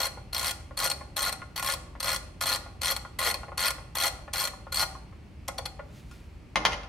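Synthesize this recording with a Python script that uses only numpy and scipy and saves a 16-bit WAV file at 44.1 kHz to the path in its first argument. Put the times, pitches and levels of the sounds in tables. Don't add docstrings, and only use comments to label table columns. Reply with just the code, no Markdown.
import sys
import numpy as np
from scipy import signal
from scipy.fft import rfft, irfft
from scipy.io import wavfile
from scipy.ndimage import uniform_filter1d

SR = 44100
rng = np.random.default_rng(int(sys.argv[2]) if len(sys.argv) > 2 else 0)


def generate_wav(signal):
    frames = np.transpose(np.atleast_2d(signal))
    scaled = np.clip(frames, -1, 1) * 32767
    pcm = np.round(scaled).astype(np.int16)
    wavfile.write(sys.argv[1], SR, pcm)


N = 303408
T = np.arange(N) / SR
HZ = np.fft.rfftfreq(N, 1 / SR)


def undb(db):
    return 10 ** (np.asarray(db) / 20)


def unit(x):
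    return x / np.sqrt(np.sum(x ** 2))


def along(hz, points, values):
    return np.interp(np.log(hz + 1), np.log(points), values)


def convolve(x, response):
    return signal.fftconvolve(x, response)[:N]


def add(track, s, sound):
    start = max(0, int(s * SR))
    track[start:start + len(sound)] += sound[:max(0, N - start)]


def low_cut(x, corner_hz):
    return signal.sosfilt(signal.butter(2, corner_hz, "high", fs=SR, output="sos"), x)


def soften(force, corner_hz, order=2):
    return signal.lfilter(*signal.butter(order, min(corner_hz, SR / 3), fs=SR), force)


def two_ears(mid, side, wide_hz):
    side = signal.lfilter(*signal.butter(1, wide_hz, "high", fs=SR), side)
    return np.array([mid + side, mid - side])


# (frequency [Hz], relative spectral density [dB per Hz])
AIR_SPECTRUM = [(13, -57), (22, -14), (59, 1), (263, -18.5), (294, -16.5), (482, -27.5), (1670, -37),
                (2520, -35), (3810, -45.5), (4260, -42.5), (7000, -51.5), (8490, -52), (9220, -53),
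                (14700, -63), (16000, -62)]
AIR_DB = -45
HUM_HZ, HUM_DB = 49, -55.5


def ventilation():
    noise = rfft(rng.standard_normal((2, N)))
    mid, side = irfft(noise * undb(along(HZ, *np.transpose(AIR_SPECTRUM))), N)
    rumble = undb(AIR_DB) * two_ears(mid, 0.6 * side, wide_hz=345) / mid.std()
    hum = np.sqrt(2) * undb(HUM_DB) * np.sin(2 * np.pi * HUM_HZ * T)
    return rumble + hum


# (time [s], level [dB])
RUSTLE = [(5.8, -84), (5.97, -57.5), (6.06, -68), (6.14, -59.5), (6.45, -86)]


def clothing(low_hz, high_hz, grit_db):
    unevenness = np.repeat(rng.standard_normal(N // 128 + 1), 128)[:N]
    slips = rng.standard_normal(N) * undb(grit_db * unevenness)
    cloth = soften(low_cut(slips, low_hz), high_hz, order=1)
    level_db = np.interp(T, *np.transpose(RUSTLE), left=-np.inf, right=-np.inf)
    return cloth / cloth.std() * undb(level_db)


# (band centre [Hz], reverberation time [s], relative level [dB])
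ROOM_BANDS = [(147, 0.69, 9), (580, 0.71, -6), (1330, 0.57, -9.5), (3480, 0.51, -13), (4960, 0.46, -9.5),
              (9000, 0.45, -12), (13900, 0.21, -17.5)]


def room(wall_s, build_s):
    t = T[:SR * 2 // 3]
    freqs = np.fft.rfftfreq(len(t), 1 / SR)
    centres = [row[0] for row in ROOM_BANDS]
    noise, tail = rfft(rng.standard_normal(len(t))), 0
    onset = np.clip((t - wall_s) / build_s, 0, 1)
    for (hz, t60, db), band in zip(ROOM_BANDS, np.eye(len(ROOM_BANDS))):
        band_noise = irfft(noise * along(freqs, centres, band), len(t))
        decay = np.exp(-np.log(1000) * t / t60)
        tail = tail + undb(db) * band_noise * unit(onset * decay)
    return tail


def even(x, span_hz):
    spectrum = rfft(x)
    power = uniform_filter1d(np.abs(spectrum) ** 2, max(3, int(span_hz * len(x) / SR)))
    return unit(irfft(spectrum / np.sqrt(power), len(x)))


def place(x, left_db, lead_s, near_db, near_s, room_db):
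    t = np.maximum(T[:SR // 16] - .003, 0)
    fields = []
    for _ in range(2):
        scatter = even(rng.standard_normal(len(t)) * t * np.exp(-t / near_s), span_hz=120)
        echoes = undb(room_db) * room(wall_s=0.0067, build_s=0.0033)
        add(echoes, 0, undb(near_db) * scatter)
        fields.append(convolve(x, echoes))
    taps = np.arange(-8, 9)
    late = np.convolve(x, np.sinc(taps - lead_s * SR) * np.hanning(len(taps)), "same")
    direct = undb(np.array([[left_db], [-left_db]]) / 2) * np.array([x, late])
    return direct + two_ears(*fields, wide_hz=1300)


def contact(rise_s, fall_s, grit_db, size=1024):
    t = T[:size]
    chatter = rng.standard_normal(size) * undb(grit_db * rng.standard_normal(size))
    envelope = np.minimum(t / rise_s, 1) ** 2 * np.exp(-np.maximum(t - rise_s, 0) / fall_s)
    return unit(chatter * envelope) * np.sqrt(.004 * SR)


def snap(spectrum, modes=(), size=8192):
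    freqs = np.fft.rfftfreq(size, 1 / SR)
    peaks = sum(undb(db) ** 2 / (1 + (2 * (freqs - hz) / width) ** 2) for hz, width, db in modes)
    magnitude = undb(along(freqs, *np.transpose(spectrum))) * np.sqrt(1 + peaks)
    cepstrum = irfft(np.log(magnitude))
    cepstrum[1:size // 2] *= 2
    cepstrum[size // 2 + 1:] = 0
    return unit(irfft(np.exp(rfft(cepstrum))))


# (time [s],
# relative level [dB], contact hardness [Hz])
KNOCKS = [(0.172, -34, 635), (0.707, -36.5, 750), (0.853, -22, 600), (1.008, -34.5, 910),
          (1.416, -35.5, 1300), (1.951, -38, 1010), (2.659, -38, 900), (3.048, -33.5, 890),
          (3.273, -20, 600), (3.431, -39.5, 1480), (3.481, -30.5, 650), (3.517, -31, 670),
          (3.781, -35, 876), (4.277, -34.5, 920), (4.533, -38.5, 900), (4.666, -38, 945),
          (4.824, -24, 1220), (4.950, -42, 1100), (5.123, -48.5, 1000), (5.486, -26.5, 593),
          (5.587, -26, 620), (5.79, -42, 1100), (5.793, -26, 580), (6.111, -53, 9100)]


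def knocks():
    force = np.zeros(N)
    for s, db, hard_hz in KNOCKS:
        push = contact(rise_s=.002, fall_s=.005, grit_db=2)
        add(force, s, undb(db) * soften(push, hard_hz))
    return force


# (frequency [Hz], width [Hz], height over the dense modes [dB])
FRAME = [(540, 60, 7), (587, 45, 10.5), (772.6, 12.4, 13), (825, 5, 13.5), (887, 20, 6), (1092, 78, 15),
         (1274, 43, 9), (1415.4, 23, 19), (1737, 36, 11.5), (1958, 58, 12.5), (2104, 56, 11.5),
         (2498, 160, 5.5), (2970, 13, -8), (3292, 173, 4)]
# (frequency [Hz], relative level [dB])
CLACK = [(200, -6.5), (420, -11), (560, 2), (1100, 0), (1600, -2.5), (2200, 1), (4000, -1.5), (8000, -2.5),
         (15000, -7.5)]


def ringing_frame(tooth_force):
    light = low_cut(soften(tooth_force, corner_hz=2880) + undb(5) * knocks(), corner_hz=313)
    return undb(1.5) * convolve(light, snap(CLACK, FRAME))


# (time [s], relative level [dB], contact hardness [Hz])
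BLOWS = [(6.5568, -17, 2050), (6.57, -22, 1000), (6.6511, -17, 5630), (6.667, -29.5, 4110),
         (6.720, -35, 4590), (6.731, -33, 3480), (6.833, -47.5, 4000)]


def blows(push_db, chatter_db):
    force = np.zeros(N)
    for s, db, hard_hz in BLOWS:
        chatter = contact(rise_s=0.001, fall_s=0.0029, grit_db=-0.5)
        push = np.linalg.norm(chatter) * signal.unit_impulse(len(chatter), SR // 1500)
        hit = undb(chatter_db) * chatter + undb(push_db) * push
        add(force, s, undb(db) * soften(hit, hard_hz, order=1))
    return force


# (frequency [Hz], relative level [dB])
STRIKE = [(60, -3), (200, -12.5), (400, -10.5), (580, 2.5), (1000, 0), (1600, -2), (2200, 5), (4000, -0.5),
          (6300, -7.5), (8000, -31), (15000, -18)]
# (frequency [Hz], width [Hz], height over the dense modes [dB])
PING = [(9370, 720, 24.5)]
STRUCK_DB = -2.5


def struck_axle():
    tubes = [(hz, width, db + STRUCK_DB) for hz, width, db in FRAME]
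    force = blows(push_db=-7, chatter_db=-0.5)
    return undb(4.5) * convolve(force, snap(STRIKE, tubes + PING))


# (frequency [Hz], width [Hz], relative level [dB])
HEAD = [(3280, 73, -3), (4208, 86, 2.5), (4317, 114, 0), (4400, 230, -12.5), (5130, 200, -23.5),
        (5660, 800, -14), (7490, 19, -17.5), (8650, 240, -12), (8660, 240, -9), (11200, 430, -22),
        (11970, 490, -15.5)]


def head_ring(damping, pitch, spread_db, detune, size=5000):
    hz, width, db = np.transpose(HEAD)[:, :, None]
    strength, shift, phase = rng.standard_normal((3, len(HEAD), 1))
    t = T[:size]
    decay = np.exp(-np.pi * width * damping * t)
    waves = decay * np.sin(2 * np.pi * (hz * (pitch + detune * shift) * t + phase))
    return unit(np.sum(undb(db + spread_db * strength) * width * waves, axis=0))


SURGE, SURGE_S, SURGE_HEAD_DB, SURGE_FRAME_DB = .45, .036, 1, 3
UNEVEN, HEAD_SPREAD_DB, FRAME_SPREAD_DB = .1, 1.36, 1.72


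def swing(first_s, last_s, fastest_s, teeth, slow_tooth, wait_s, head_db, frame_db, jolt_db):
    teeth = int(round(teeth))
    spacing, head_luck, frame_luck = rng.standard_normal((32, 3))[:teeth].T

    def surge(s):
        return np.exp(-((s - fastest_s) / SURGE_S) ** 2)

    hesitates = np.arange(1, teeth) == round(slow_tooth)
    s = np.linspace(first_s, last_s, teeth)
    for _ in range(3):
        speed = 1 + SURGE * surge((s[1:] + s[:-1]) / 2)
        gaps = np.exp(UNEVEN * spacing[1:]) / speed * ~hesitates
        gaps = gaps * (last_s - first_s - wait_s) / gaps.sum() + wait_s * hesitates
        s = first_s + np.append(0, np.cumsum(gaps))
    jolt = jolt_db * (np.arange(teeth) == 0)
    head_luck_db = HEAD_SPREAD_DB * (head_luck - head_luck.mean())
    frame_luck_db = FRAME_SPREAD_DB * (frame_luck - frame_luck.mean())
    return np.transpose([s, head_db + jolt + SURGE_HEAD_DB * surge(s) + head_luck_db,
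                         frame_db + jolt + SURGE_FRAME_DB * surge(s) + frame_luck_db])


LET_GO_S = 5.2
# (damping factor, pitch factor, scatter of pitch [share], level of the ring [dB])
GRIPPED, FREE = (0.87, 1.0055, 0, 0), (1.05, 1.022, .005, 0.84)
CHATTER_S, EASED_CHATTER_S = .0025, .0018
BOUNCE_DB, TOOTH_S, SLOW_DB, SETTLE_S = -9.5, 0.011, 4, .025
EASED_LOW_HZ, EASED_HIGH_HZ = 2600, 10500
# (first tooth [s], last tooth [s], fastest moment [s], teeth [count],
# tooth after which the hand hesitates [count], length of that hesitation [s], relative level in the head [dB],
# relative level passed into the frame [dB], level change of the first tooth [dB])
SWINGS = [(0.002, 0.067, 0.02, 6, 5, 0.014, -26.5, -33, 1.5),
          (0.330, 0.508, 0.460, 13, 6, 0.017, -25.5, -33.5, -3),
          (0.773, 0.913, 0.850, 12, 10, .026, -25.5, -33, -0.5),
          (1.165, 1.325, 1.255, 13, 12, .033, -27, -33.5, 3.5),
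          (1.561, 1.736, 1.700, 12, 3, .031, -26.5, -32.5, 0),
          (2.002, 2.159, 2.090, 12, 1, 0.026, -26, -32, -2),
          (2.41, 2.558, 2.505, 14, 3, .021, -26.5, -32, 2.5),
          (2.816, 2.963, 2.900, 11, 10, 0.045, -25.5, -32.5, 0),
          (3.189, 3.341, 3.262, 14, 13, .031, -27, -31, 1.5),
          (3.577, 3.704, 3.670, 12, 11, .023, -25, -31, -1),
          (3.953, 4.078, 4.045, 11, 3, .016, -24.5, -30, -2.5),
          (4.334, 4.473, 4.410, 13, 12, 0.022, -27, -34, 2.5),
          (4.723, 4.831, 4.810, 10, 1, .020, -24, -34, -1)]
# (time [s], relative level in the head [dB], relative level in the frame [dB])
CLICKS = [(5.481, -27, -32), (5.5815, -27, -34), (5.6565, -24.5, -32)]
# (frequency [Hz], relative level [dB])
SNAP = [(300, -22), (900, 5.5), (2000, -1), (3000, 7), (4500, 3), (6200, 4.5), (7500, 5), (9000, 7),
        (12000, 6.5), (13600, 3.5), (15200, -5), (16000, -17)]


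def ratchet(slide_s, scrape_s, scrape_db, last_db):
    pawl, head, frame = np.zeros((3, N))
    teeth = np.vstack([swing(*row) for row in SWINGS] + [CLICKS])
    gaps = np.maximum(np.diff(teeth[:, 0], append=N / SR), 1 / SR)
    for (s, head_db, frame_db), gap in zip(teeth, gaps):
        working = s < LET_GO_S
        damping, pitch, detune, ring_db = GRIPPED if working else FREE
        steel = undb(ring_db) * head_ring(damping, pitch, spread_db=2, detune=detune)
        drop_db = last_db if working and gap > .15 else 0
        bounce_db = BOUNCE_DB - SLOW_DB * np.log2(gap / TOOTH_S) if gap < SETTLE_S else -np.inf
        for at, db in [(s - scrape_s, scrape_db), (s, drop_db), (s + gap / 2, bounce_db)]:
            fall_s = CHATTER_S if working else EASED_CHATTER_S
            force = undb(head_db + db) * contact(rise_s=0.002, fall_s=fall_s, grit_db=1)
            if not working:
                force = soften(low_cut(force, EASED_LOW_HZ), EASED_HIGH_HZ)
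            add(pawl, at - slide_s, force)
            add(head, at - slide_s, signal.fftconvolve(force, steel))
            add(frame, at, undb(frame_db + db) * contact(rise_s=0.0013, fall_s=0.0055, grit_db=2.5))
    return convolve(pawl, snap(SNAP)), head, frame


def scene():
    pawl, head, tooth_force = ratchet(slide_s=.0003, scrape_s=0.0032, scrape_db=-11.5, last_db=-1.0)
    frame = ringing_frame(tooth_force)
    axle = struck_axle()
    return (ventilation()
            + clothing(low_hz=1800, high_hz=2600, grit_db=1.2)
            + place(frame, left_db=2.3, lead_s=.000008, near_db=-5.5, near_s=0.0039, room_db=-0.2)
            + place(axle, left_db=2.5, lead_s=.000018, near_db=-3.5, near_s=0.0039, room_db=3.0)
            + place(undb(-3.0) * head, left_db=5.0, lead_s=.000008, near_db=-13.5, near_s=0.0089, room_db=-4)
            + place(undb(-7.5) * pawl, left_db=-2.5, lead_s=.000019, near_db=-3.5, near_s=0.0021, room_db=-0.3))


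BASS_HZ, TOP_HZ = 41.3, 15700


def record(dry):
    top_cut = signal.ellip(8, .2, 70, TOP_HZ, fs=SR, output="sos")
    return signal.sosfilt(top_cut, low_cut(dry, BASS_HZ))


dry = scene()
out = record(dry)
generate_wav(out)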